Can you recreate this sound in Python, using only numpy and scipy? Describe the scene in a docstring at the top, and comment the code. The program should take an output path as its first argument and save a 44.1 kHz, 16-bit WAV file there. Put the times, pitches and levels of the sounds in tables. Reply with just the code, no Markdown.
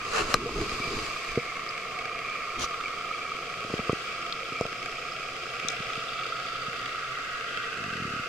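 """A model tugboat circles on a lake, close to a hand-held camera.
Its electric motor hums and turns a rattling propeller shaft, which beats twice a turn and rings the
hull, deck and cabin; brushes and gears hiss, a dry bearing chatters. The tone shifts as the boat turns.
A hand rubs and knocks on the camera case, wind puffs on its two microphone ports, and a few drops
tick on the water, all over a low bed of open air."""
import sys
import numpy as np
from scipy import signal
from scipy.fft import rfft, irfft, next_fast_len
from scipy.io import wavfile
from scipy.ndimage import uniform_filter1d

SR = 44100
rng = np.random.default_rng(int(sys.argv[2]) if len(sys.argv) > 2 else 0)


def int16_out(signal):
    """Quantize to a 16-bit WAV file."""
    q = np.round(np.clip(np.atleast_2d(signal).T, -1, 1) * 32767)
    wavfile.write(sys.argv[1], SR, q.astype(np.int16))


N = 365148
TIME = np.arange(N) / SR

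# tone of the air bed and of the wind puffs: freq_hz, gain_db
AIR_COLOUR = [(10, 2.5), (30, -3), (60, -5), (100, -11.5), (140, -8), (250, -15.5), (500, 1.5), (900, -19),
              (2000, -48), (6000, -18.5), (14000, -54)]
GUST_COLOUR = [(8, -3), (25, 0), (50, -3), (100, -14), (300, -21), (600, -50), (2000, -80)]
# wind puffs on the ports: start_s, length_s, level_db
GUSTS = [(.19, 0.13, -39.5), (.35, .08, -37), (.57, .13, -41), (.72, .06, -41), (.83, .09, -46),
         (.99, 0.095, -43.5), (1.27, 0.1, -44.5), (2.6, .07, -41)]
# sharp ticks of drops and of the case: start_s, level_db, centre_hz, width_hz, t60_s
TICKS = [(0.3418, -17, 7940, 5000, 0.015), (2.596, -29, 6650, 4000, 0.021), (2.643, -27, 4970, 4000, 0.026),
         (3.74, -24, 1500, 2200, .008), (3.746, -28, 2700, 400, .02), (3.793, -29, 1900, 1600, 0.011),
         (3.799, -27, 2500, 900, 0.051), (3.924, -28, 6940, 5000, .004), (1.689, -27, 4960, 400, 0.016),
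         (4.917, -27, 5000, 4000, .006), (5.685, -18.5, 3620, 600, .02), (4.3246, -18, 4130, 1300, 0.019),
         (4.611, -24, 5900, 4000, 0.0055), (5.6853, -14, 5930, 2300, 0.012),
         (5.701, -24, 5430, 3500, 0.035), (5.718, -33, 6350, 4970, 0.079)]

# hand moves (slides, squeezes, one quick flick): start_s, length_s, level_db
RUBS = [(0, 0.29, -33), (.1, 0.14, -33), (.24, 0.14, -31), (.5, 0.18, -39.5), (.66, 0.11, -39),
        (.78, 0.38, -39), (1.22, 0.12, -44), (2.583, 0.079, -33.5), (3.66, 0.15, -44)]
GRIPS = [(0, 1.16, -37), (.19, 0.14, -62), (.54, 0.096, -38), (.82, 0.29, -45.5), (1.22, 0.26, -61),
         (2.56, 0.1, -38.5)]
FLICK = [(2.579, .088, -34.5)]
# tone of each kind of move: freq_hz, gain_db
RUB_COLOUR = [(200, -39), (450, 15), (850, 7.5), (1250, 6), (1800, 10), (2600, 7.5), (3500, -3),
              (4100, 7.5), (4900, 1), (5500, 0), (6100, 1), (7500, 0), (8700, -10), (9600, -9),
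              (14000, -26)]
GRIP_COLOUR = [(10, 8), (35, 4), (70, 1.5), (150, 0), (280, 1), (430, 7.5), (580, -30), (900, -11),
               (3000, -60)]
FLICK_COLOUR = [(2000, -18), (3000, 5), (3600, 2), (4100, 3), (5400, -2), (6000, 7), (7400, -11),
                (8700, -21), (9900, -7), (11200, -26), (12600, -21), (14000, -24)]
# case resonances under a firm scrape, dry skin and a snap: pitch_hz, width_hz, gain_db
SCRAPE_MODES = [(432, 35, 13), (1314, 370, 10), (1810, 440, 3), (2600, 510, 8)]
RASP_MODES = [(4130, 570, -8), (4800, 400, -7), (4940, 300, 3), (6450, 440, -4)]
SNAP_MODES = [(610, 140, 6.5), (1260, 330, 2.5), (1600, 220, -2), (2350, 1240, -1), (4100, 400, 4),
              (5500, 870, -1), (7700, 2100, -11.5)]
# modes of the knocked case: pitch_hz, gain_db, base_t60_s
CASE_MODES = [(142, 4.5, 0.029), (245, 3, 0.018), (479.5, 5.5, 0.037), (685, 8, 0.017), (1184, 15.5, 0.013)]
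# finger knocks: start_s, peak_db, brightness_hz, ring_factor
KNOCKS = [(0.3438, -7.5, 1370, 1.14), (0.459, -21.5, 420, 2.8), (0.494, -20, 865, 0.23),
          (0.582, -22.5, 400, 2.2), (.617, -28.5, 240, 1.1), (.72, -30, 300, 1.5), (.8, -27.5, 262, 0.96),
          (0.872, -29, 315, 1.3), (.917, -31, 420, 3.1), (0.966, -35, 232, 0.96),
          (1.3744, -12.5, 357, 1.95), (3.648, -26.5, 447, 0.27), (3.7, -28, 400, 0.67),
          (3.7042, -25, 1150, 0.7), (3.7388, -18, 325, 0.4), (3.7918, -20.5, 554, 0.45),
          (3.795, -24.5, 220, .7), (3.8946, -20, 1090, 1.7), (3.895, -12, 437, 0.72),
          (3.93, -16, 326, 0.26), (4.522, -30, 330, 1.8), (4.6105, -12.5, 573, 0.89),
          (4.653, -20, 600, 0.79), (5.648, -29.5, 298, 1.6), (5.802, -32.5, 203, 0.69),
          (5.976, -33.5, 215, 0.64), (6.681, -34.5, 187, 1.5)]

# shaft speed: time_s, turns_per_s
SHAFT_SPEED = [(0, 13.19), (1, 13.45), (1.7, 14.31), (2.3, 14.66), (2.8, 14.4), (3.3, 14.56), (4.2, 14.43),
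               (4.7, 15.35), (5.05, 14.8), (5.35, 14.82), (6.1, 15.09), (6.7, 15.17), (7.1, 15.53),
               (7.6, 15.2), (8.28, 15.09)]
# side the boat shows us (0 bow, 90 port, 180 stern, 270 starboard): time_s, angle_deg
VIEW_ANGLE = [(0, -45), (1.4, 0), (2.7, 90), (4.65, 180), (6.8, 270), (8.28, 312)]
# partials of the motor hum and of the drone in the hull: harmonic, gain_db
MOTOR_PARTIALS = [(4, 1), (6, -5), (8, -2.5), (9, 0), (12, 3), (15, -2.5), (18, 2.5), (24, -14)]
DRONE_PARTIALS = [(1, 1.5), (2, -10), (3, -8), (4, 1.5), (5, 1.5)]
# the six contacts in one turn of the coupling: strength_db
CONTACTS_DB = [17, -16, 11.5, 14.5, -21, -17]
# how hard the shaft beats in its tube: time_s, level_db
BEAT_LEVEL = [(0, -42), (1.6, -35), (2.1, -31.5), (3.1, -29.5), (3.8, -36), (4.3, -29.5), (4.7, -31),
              (5.6, -36), (6.3, -28), (6.7, -31), (7.2, -32), (7.6, -38), (8.28, -34)]
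# accents (hard shaft slaps, dry bearing pings): start_s, level_db
SLAPS = [(2.641, -27), (2.767, -25), (2.837, -26), (3.008, -23.5), (3.108, -31), (3.316, -28), (4.212, -29),
         (4.352, -31), (5.25, -33), (6.182, -31), (6.254, -23), (6.29, -31), (6.322, -30), (6.518, -29)]
PINGS = [(1.288, -30), (1.324, -32), (1.396, -27), (2.34, -27), (2.501, -33), (2.857, -26), (3.137, -31),
         (3.262, -33), (4.547, -29), (4.57, -33), (5.644, -29)]
# swells of bearing whirr: start_s, length_s, level_db
WHIRRS = [(.77, 0.14, -35.5), (1.05, 0.93, -49), (1.7, 0.23, -50), (2.2, 0.24, -39), (2.7, 0.91, -44),
          (4.02, 0.16, -40), (4.42, 0.25, -41.5), (5.57, 0.21, -38.5), (6.08, 0.22, -46)]
# resonances of the boat's parts: pitch_hz, width_hz, gain_db
HULL_MODES = [(456.4, 83, 2.5), (538, 220, -9), (300, 230, -10.5), (168, 59, -5.5), (72, 51, -13.5)]
SIDE_MODES = [(695, 107, 0)]
DECK_MODES = [(1148, 89, -3.5), (1251, 133, 1.1), (1366.4, 59, -0.5)]
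DECK_MAIN_MODE = [(1272, 120, 0)]
CABIN_MODES = [(2224, 180, 10), (2404, 190, 9), (1910, 273, 0), (2640, 230, 2.5)]
WELL_MODES = [(1472, 230, -0.5), (1638, 68, 2), (2000, 285, -0.5), (2702, 230, 1), (3040, 465, -7)]
GEAR_MODES = [(3100, 2770, 6), (4780, 1020, 6), (6230, 970, -1), (7460, 1000, -6), (7880, 3300, -9.5),
              (11900, 6200, -18)]
BEARING_MODES = [(2309, 105, -6), (2458, 140, -15)]
# directions in which each part plays louder or softer: angle_deg, half_width_deg, gain_db
MOTOR_LOBES = [(180, 21, 3), (300, 24, 0.85)]
DRONE_LOBES = [(242, 46, 10)]
HULL_LOBES = [(136, 15, 6), (240, 25, 0.5), (279, 11, -4.5)]
SIDE_LOBES = [(41.4, 8.6, 4.5), (226, 10, 3.5), (291, 29, -4)]
DECK_LOBES = [(86.6, 18, 5), (162.4, 2.3, 3), (205, 37, -2.5), (276, 99, 3.5)]
CABIN_LOBES = [(-3, 20, 4.5), (63, 39, 4.5), (192, 69, 1.5), (273, 20, -4)]
WELL_LOBES = [(148, 12, 5.2), (225, 6.4, 4.8), (277, 55, 4.9)]
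GEAR_LOBES = [(-17.5, 17.4, 5.5), (51, 12, -1.5), (149.5, 7.3, 2.5), (233, 7.3, 1)]
# drift of the cabin's ring from its usual pitch: time_s, shift_hz
CABIN_SHIFT = [(.9, 59.5), (1.4, -83), (2.2, 0.5), (3.1, -40), (3.8, 70), (4.5, 25.5), (6.2, 99.5),
               (6.8, -33), (7.9, 278)]
# narrow bands, each heard over one range of view angle: the boat's small panels, and first a thin high rasp of
# the hand rubbing the case near 0.9 s: pitch_hz, width_hz, level_db, angle_deg, spread_deg
NARROW_BANDS = [(4770, 260, -50, -17, 7.1), (3215, 400, -49, 143, 87), (5200, 210, -54, 202, 51),
                (3440, 680, -45.5, 250, 23), (4640, 190, -50, 255, 14), (3150, 510, -46, 291.5, 3.8),
                (1535, 240, -41.5, 295, 12), (2780, 190, -48, 237, 9.8), (2690, 380, -47.5, 299, 20),
                (1927, 100, -47, 290, 17), (2130, 130, -47.5, 294, 32), (6600, 300, -64, 225, 30),
                (7400, 400, -69, 228, 92)]


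def from_db(db):
    return 10 ** (np.asarray(db) / 20)


def unit_rms(x):
    return x / np.sqrt(np.mean(x ** 2) + 1e-20)


def unit_peak(x):
    return x / abs(x).max()


def pan(left_db, right_db):
    return from_db([[left_db], [right_db]])


def follow(curve):
    """An automation curve, read at every sample."""
    return np.interp(TIME, *np.transpose(curve))


def add(mix, start_s, sound):
    """Lays a sound into the mix."""
    span = mix[..., round(start_s * SR):][..., :sound.shape[-1]]
    span += sound[..., :span.shape[-1]]


def wander(rate_hz):
    """Smooth random modulation of unit size, rolling off above the given rate."""
    coarse_s = np.arange(next_fast_len(N // 32 + 1)) * 32 / SR
    hz = np.fft.rfftfreq(len(coarse_s), coarse_s[1])
    spectrum = rfft(rng.standard_normal(len(coarse_s))) / (1 + (hz / rate_hz) ** 4)
    return np.interp(TIME, coarse_s, unit_rms(irfft(spectrum, len(coarse_s))))


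def stereo_noise(likeness):
    """White noise at the two ports: likeness 0 is wide, 1 is mono."""
    left, other = rng.standard_normal((2, N))
    return np.array([left, likeness * left + np.sqrt(1 - likeness ** 2) * other])


def coloured(x, colour):
    """Shapes a signal with an EQ curve, at unit RMS."""
    points_hz, db = np.transpose(colour)
    hz = np.fft.rfftfreq(N, 1 / SR)
    gain = from_db(np.interp(np.log(hz + 1), np.log(points_hz), db))
    return unit_rms(irfft(rfft(x) * gain, N))


def ring(modes, size=4096):
    """Minimum-phase impulse response of steep-sided resonances."""
    hz = abs(np.fft.fftfreq(size, 1 / SR))
    power = sum(from_db(db) ** 2 / (1 + ((hz - f) / width) ** 2 * 2) ** 3 for f, width, db in modes)
    log_gain = np.log(power + 1e-9) / 2
    return np.fft.ifft(np.exp(np.conj(signal.hilbert(log_gain)))).real[:size // 2]


def resonate(x, modes):
    """Plays a stereo signal through resonances, at unit RMS."""
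    return unit_rms(signal.oaconvolve(x, ring(modes)[None], axes=1)[:, :N])


def shifted(x, shift_hz):
    """Slides a ring up or down in frequency."""
    analytic = signal.hilbert(x, next_fast_len(N))[:, :N]
    return (analytic * np.exp(2j * np.pi * np.cumsum(shift_hz) / SR)).real


def swells(rows, skew, point):
    """One arched envelope a row; skew above 1 peaks late, a higher point sharpens the top."""
    envelope = np.zeros(N)
    for start_s, length_s, db in rows:
        progress = np.linspace(0, 1, round(length_s * SR))
        add(envelope, start_s, from_db(db) * abs(np.sin(np.pi * progress ** skew)) ** point)
    return envelope


def hits(rows, modes):
    """Single hard blows, each left to ring out."""
    out, response = np.zeros(N), unit_peak(ring(modes))
    for start_s, db in rows:
        add(out, start_s, from_db(db) * response)
    return out


def air(level_db=-51):
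    """Low, steady open-air wash over the lake."""
    return from_db(level_db) * coloured(stereo_noise(0.91), AIR_COLOUR)


def gusts():
    """Puffs of wind thud softly on the ports."""
    return coloured(stereo_noise(1), GUST_COLOUR) * swells(GUSTS, skew=0.67, point=0.55) * pan(-2.5, 1.5)


def ticks():
    """Drops and the case tick: an impulse with a tiny noise tail, different at each port."""
    out, t = np.zeros((2, N)), np.arange(SR // 30) / SR
    for start_s, db, hz, width_hz, t60_s in TICKS:
        burst = 0.41 * rng.standard_normal((2, len(t))) * from_db(-60 * t / t60_s)
        burst[:, 0] += 1.5
        tick = signal.fftconvolve(burst, ring([(hz, width_hz, 0)])[None], axes=1)
        add(out, start_s, from_db(db) * unit_peak(tick))
    return out * pan(2, -4)


def hand_rub(grain_db=1.5, grit_db=3, lumps_db=3.5, fleck_db=4.5, firm_db=-29, light_db=-38):
    """Skin slides over the case with a grainy hiss while the grip rumbles through it."""
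    slide = stereo_noise(0.3) * from_db(grain_db * wander(200))
    pressure = swells(RUBS, skew=1.4, point=1.1)
    hiss = coloured(slide, RUB_COLOUR) * pressure * from_db(-2)
    grit = slide * from_db(grit_db * wander(400))
    # the case's resonances grow faster than the hiss as the hand presses harder
    scrape = resonate(grit, SCRAPE_MODES) * pressure ** 2 / from_db(firm_db)
    grip = from_db(-60) + swells(GRIPS, skew=0.85, point=0.6)  # the hand never quite lets go
    lumps = stereo_noise(0.99) * from_db(lumps_db * wander(18))
    rumble = coloured(lumps, GRIP_COLOUR) * grip
    flecks = stereo_noise(0.26) * from_db(fleck_db * wander(70))
    rasp = resonate(flecks, RASP_MODES) * np.minimum(pressure, from_db(light_db)) * from_db(-8)
    return hiss + rasp + scrape + rumble


def finger_flick(grain_db=2):
    """A fingertip flicks across the case with a bright swish."""
    grains = stereo_noise(0.23) * from_db(-grain_db * wander(300))
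    return coloured(grains, FLICK_COLOUR) * swells(FLICK, skew=1.15, point=0.9) * pan(1, -1)


def knock(peak_db, bright_hz, ring_factor):
    """A soft fingertip reaches only the low modes of the case; a hard blow rings them all."""
    t = np.arange(SR // 8) / SR
    body = sum(from_db(db - 60 * t / (t60_s * ring_factor)) * np.sin(2 * np.pi * hz * t)
               for hz, db, t60_s in CASE_MODES)
    body = signal.lfilter(*signal.butter(4, 1.4 * bright_hz, fs=SR), body)
    hollow_note = ring_factor * signal.lfilter(*signal.iirpeak(bright_hz, 3, fs=SR), body)
    low_cut = signal.butter(2, 110, "high", fs=SR)  # the knocks carry no deep bass
    return from_db(peak_db) * unit_peak(signal.lfilter(*low_cut, body + hollow_note))


def finger_knocks():
    """Fingers bump the camera case."""
    out = np.zeros(N)
    for start_s, peak_db, bright_hz, ring_factor in KNOCKS:
        add(out, start_s, knock(peak_db, bright_hz, ring_factor))
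    return out


def finger_judder(start_s=7.766, gap_s=0.0175, slowing_s=0.00069, jitter_s=0.0017, slips=19):
    """A finger judders over the case, building up and sticking a little longer before each slip."""
    out = np.zeros(N)
    for k, (late, strong) in enumerate(rng.standard_normal((slips, 2))):
        slip_s = start_s + k * gap_s + slowing_s * k ** 2 / 2 + jitter_s * late
        fade_in = 1 - np.exp(-(k + 1) / 4.5)
        add(out, slip_s, fade_in * knock(-31 + 1.5 * strong, bright_hz=213, ring_factor=0.64))
    return out


def case_snap(start_s=0.3418, level_db=-0.5):
    """The stiff shell gives under the grip with one hard crack, close to the left port."""
    return hits([(start_s, level_db)], SNAP_MODES) * pan(3.5, -3.5)


def facing(base_db, lobes):
    """Level ride of a part, in dB, as its lobes sweep past the camera."""
    around = np.arange(360)
    pattern_db = sum(db * np.exp(-(((around - angle + 180) % 360 - 180) / width) ** 2)
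                     for angle, width, db in lobes)
    return base_db + np.interp(follow(VIEW_ANGLE), around, pattern_db, period=360)


def hum(hz, partials, level_db, waver, flutter_db):
    """Harmonics that waver together in pitch and flutter separately in level."""
    phase = 2 * np.pi * np.cumsum(hz * (1 + waver * wander(12.4))) / SR
    tone = sum(from_db(db + flutter_db * wander(9.8)) * np.sin(k * phase) for k, db in partials)
    return unit_rms(tone) * from_db(level_db)


def motor_and_drone(gear_ratio=2, drone_hz=132.9):
    """The motor's hum follows its speed, beside a steadier drone from inside the hull."""
    motor_hz = gear_ratio * follow(SHAFT_SPEED)
    motor = hum(motor_hz, MOTOR_PARTIALS, facing(-55.5, MOTOR_LOBES), waver=0.0021, flutter_db=4.5)
    drone = hum(drone_hz, DRONE_PARTIALS, facing(-62.5, DRONE_LOBES), waver=0.0012, flutter_db=1)
    return motor + drone


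def narrow_buzz(force, struck=0.15, fleck_db=3.5):
    """Each narrow band buzzes in its own short flecks, fading in as its angle comes round: the boat's small
    panels, and a thin high rasp of the hand on the case near the start."""
    view_deg, out = follow(VIEW_ANGLE), np.zeros((2, N))
    drive = stereo_noise(0.24) * np.sqrt(1 - struck + struck * force ** 2)
    for hz, width_hz, db, angle_deg, spread_deg in NARROW_BANDS:
        band = signal.iirpeak(hz, hz / width_hz, fs=SR)
        flecks = drive * from_db(fleck_db * wander(58))
        buzz = unit_rms(signal.lfilter(*band, signal.lfilter(*band, flecks)))
        out += buzz * from_db(db) * np.exp(-((view_deg - angle_deg) / spread_deg) ** 2 / 2)
    return out


def bearing_pings():
    """Now and then the dry bearing rings out with a loud ping."""
    return hits(PINGS, BEARING_MODES) * pan(-1.6, 1.4)


def bearing_chatter(turns, balls=6, play=0.2, scatter_db=4):
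    """The balls of the bearing catch unevenly, and each catch rings the cabin."""
    count = np.maximum.accumulate(np.floor(balls * turns + play * wander(50)))
    at = np.flatnonzero(np.diff(count) > 0)
    accent_db = scatter_db * np.clip(rng.standard_normal(N)[at], -2, 1.7)
    catches = np.zeros(N)
    catches[at] = from_db(facing(-40.5, CABIN_LOBES)[at] + accent_db)
    return signal.oaconvolve(catches, unit_peak(ring(CABIN_MODES)))[:N] * pan(-1.2, 1.2)


def deck_glide(x, hz_per_deg=0.26, neutral_deg=170):
    """The deck's ring rises evenly as the boat comes round."""
    return shifted(x, hz_per_deg * (follow(VIEW_ANGLE) - neutral_deg))


def shaft_slaps():
    """The shaft slaps hard in its tube and rings the deck's main mode."""
    return deck_glide(hits(SLAPS, DECK_MAIN_MODE) * pan(-1.6, 1.4))


def shaft_beats(turns, scatter_db=1.8):
    """Twice a turn the shaft bumps its tube, and the deck rings with each bump."""
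    at = np.flatnonzero(np.diff(np.floor(2 * turns)) > 0)
    accent_db = scatter_db * np.clip(rng.standard_normal(len(at)), -2, 1)
    bumps = np.zeros(N)
    bumps[at] = from_db(follow(BEAT_LEVEL)[at] + accent_db)
    return signal.oaconvolve(bumps, unit_peak(ring(DECK_MAIN_MODE)))[:N] * pan(-1.6, 1.4)


def coupling_rattle(turns, scatter_db=3.5, contact_s=0.0014, play=0.15):
    """The loose coupling strikes six times a turn, unevenly; each strike is a brief burst of force."""
    contacts = len(CONTACTS_DB)
    count = np.maximum.accumulate(np.floor(turns * contacts + play * wander(50))).astype(int)
    at = np.flatnonzero(np.diff(count) > 0)
    accent_db = scatter_db * np.clip(rng.standard_normal(N)[at], -2, 2)
    strikes = np.zeros(N)
    strikes[at] = from_db(np.take(CONTACTS_DB, count[at] % contacts) + accent_db)
    force = signal.lfilter([1], [1, -np.exp(-1 / (contact_s * SR))], strikes)
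    return unit_rms(uniform_filter1d(force, size=130))  # grease softens each strike


def boat_part(force, modes, level_db, struck, likeness, left_db, phase_rad, uneven_db=1):
    """Strikes and sliding friction ring one part; struck is the strikes' share of the power."""
    felt = unit_rms(force * from_db(uneven_db * wander(45)))
    drive = stereo_noise(likeness) * np.sqrt(1 - struck + struck * felt ** 2)
    response = signal.hilbert(ring(modes))
    ports = np.array([response.real, (response * np.exp(1j * phase_rad)).real])
    sound = unit_rms(signal.oaconvolve(drive, ports, axes=1)[:, :N])
    return sound * from_db(level_db) * pan(left_db / 2, -left_db / 2)


def tugboat(throb_db=1.6):
    """One rattling shaft drives every part of the boat, each with its own voice and direction; a thin rasp of
    the hand on the case rides along with the panels."""
    turns = np.cumsum(follow(SHAFT_SPEED)) / SR
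    force = coupling_rattle(turns)
    hull = boat_part(force, HULL_MODES, facing(-50, HULL_LOBES),
                     struck=0.24, likeness=1, left_db=1, phase_rad=0.03)
    sides = boat_part(force, SIDE_MODES, facing(-49.5, SIDE_LOBES),
                      struck=0.1, likeness=0.82, left_db=-0.5, phase_rad=0.05)
    deck = boat_part(force, DECK_MODES, facing(-41.5, DECK_LOBES),
                     struck=0.088, likeness=0.93, left_db=-3.5, phase_rad=0.34)
    deck = deck_glide(deck + shaft_beats(turns))
    cabin = boat_part(force, CABIN_MODES, facing(-44.5, CABIN_LOBES),
                      struck=0.16, likeness=0.86, left_db=-2.5, phase_rad=0.19)
    throb = unit_rms(from_db(throb_db * np.clip(wander(42), -2, 1.5)))  # the load on the shaft varies
    cabin = shifted(cabin * throb + bearing_chatter(turns), follow(CABIN_SHIFT))
    well = boat_part(force, WELL_MODES, facing(-45, WELL_LOBES),
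                     struck=0.22, likeness=0.14, left_db=0.5, phase_rad=0.09)
    gears = boat_part(force, GEAR_MODES, facing(-44.5, GEAR_LOBES),
                      struck=0.1, likeness=0.02, left_db=2, phase_rad=0.019)
    whirr = boat_part(force, BEARING_MODES, 0, struck=0.12, likeness=0.76, left_db=-1, phase_rad=0.19)
    whirr *= swells(WHIRRS, skew=0.99, point=1)
    return hull + sides + deck + cabin + whirr + well + gears + narrow_buzz(force)


def scene():
    """The boat and close handling noise, over ticks, wind and open air."""
    boat = tugboat() + motor_and_drone() + shaft_slaps() + bearing_pings()
    handling = finger_knocks() + case_snap() + finger_judder() + hand_rub() + finger_flick()
    return boat + handling + ticks() + gusts() + air()


def ducked(x, threshold_db=-22, share=0.27, recovery_db_per_s=35, attack_s=0.029):
    """Gain control: a loud blow turns everything down by a share of its overshoot."""
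    power_db = 10 * np.log10(abs(uniform_filter1d((x ** 2).mean(0), size=200)) + 1e-12)
    fall_db = TIME * recovery_db_per_s
    held_db = np.maximum.accumulate(power_db + fall_db) - fall_db
    over_db = np.maximum(held_db - threshold_db, 0)
    pole = np.exp(-1 / (attack_s * SR))
    return x / from_db(share * signal.lfilter([1 - pole], [1, -pole], over_db))


def record(dry, cutoff_hz=14300):
    """Gain control, a hard ceiling at full scale, then a steep high cut."""
    high_cut = signal.firwin(511, cutoff_hz, window=("kaiser", 9), fs=SR)
    return signal.oaconvolve(np.clip(ducked(dry), -1, 1), high_cut[None], "same")


dry = scene()
out = record(dry)
int16_out(out)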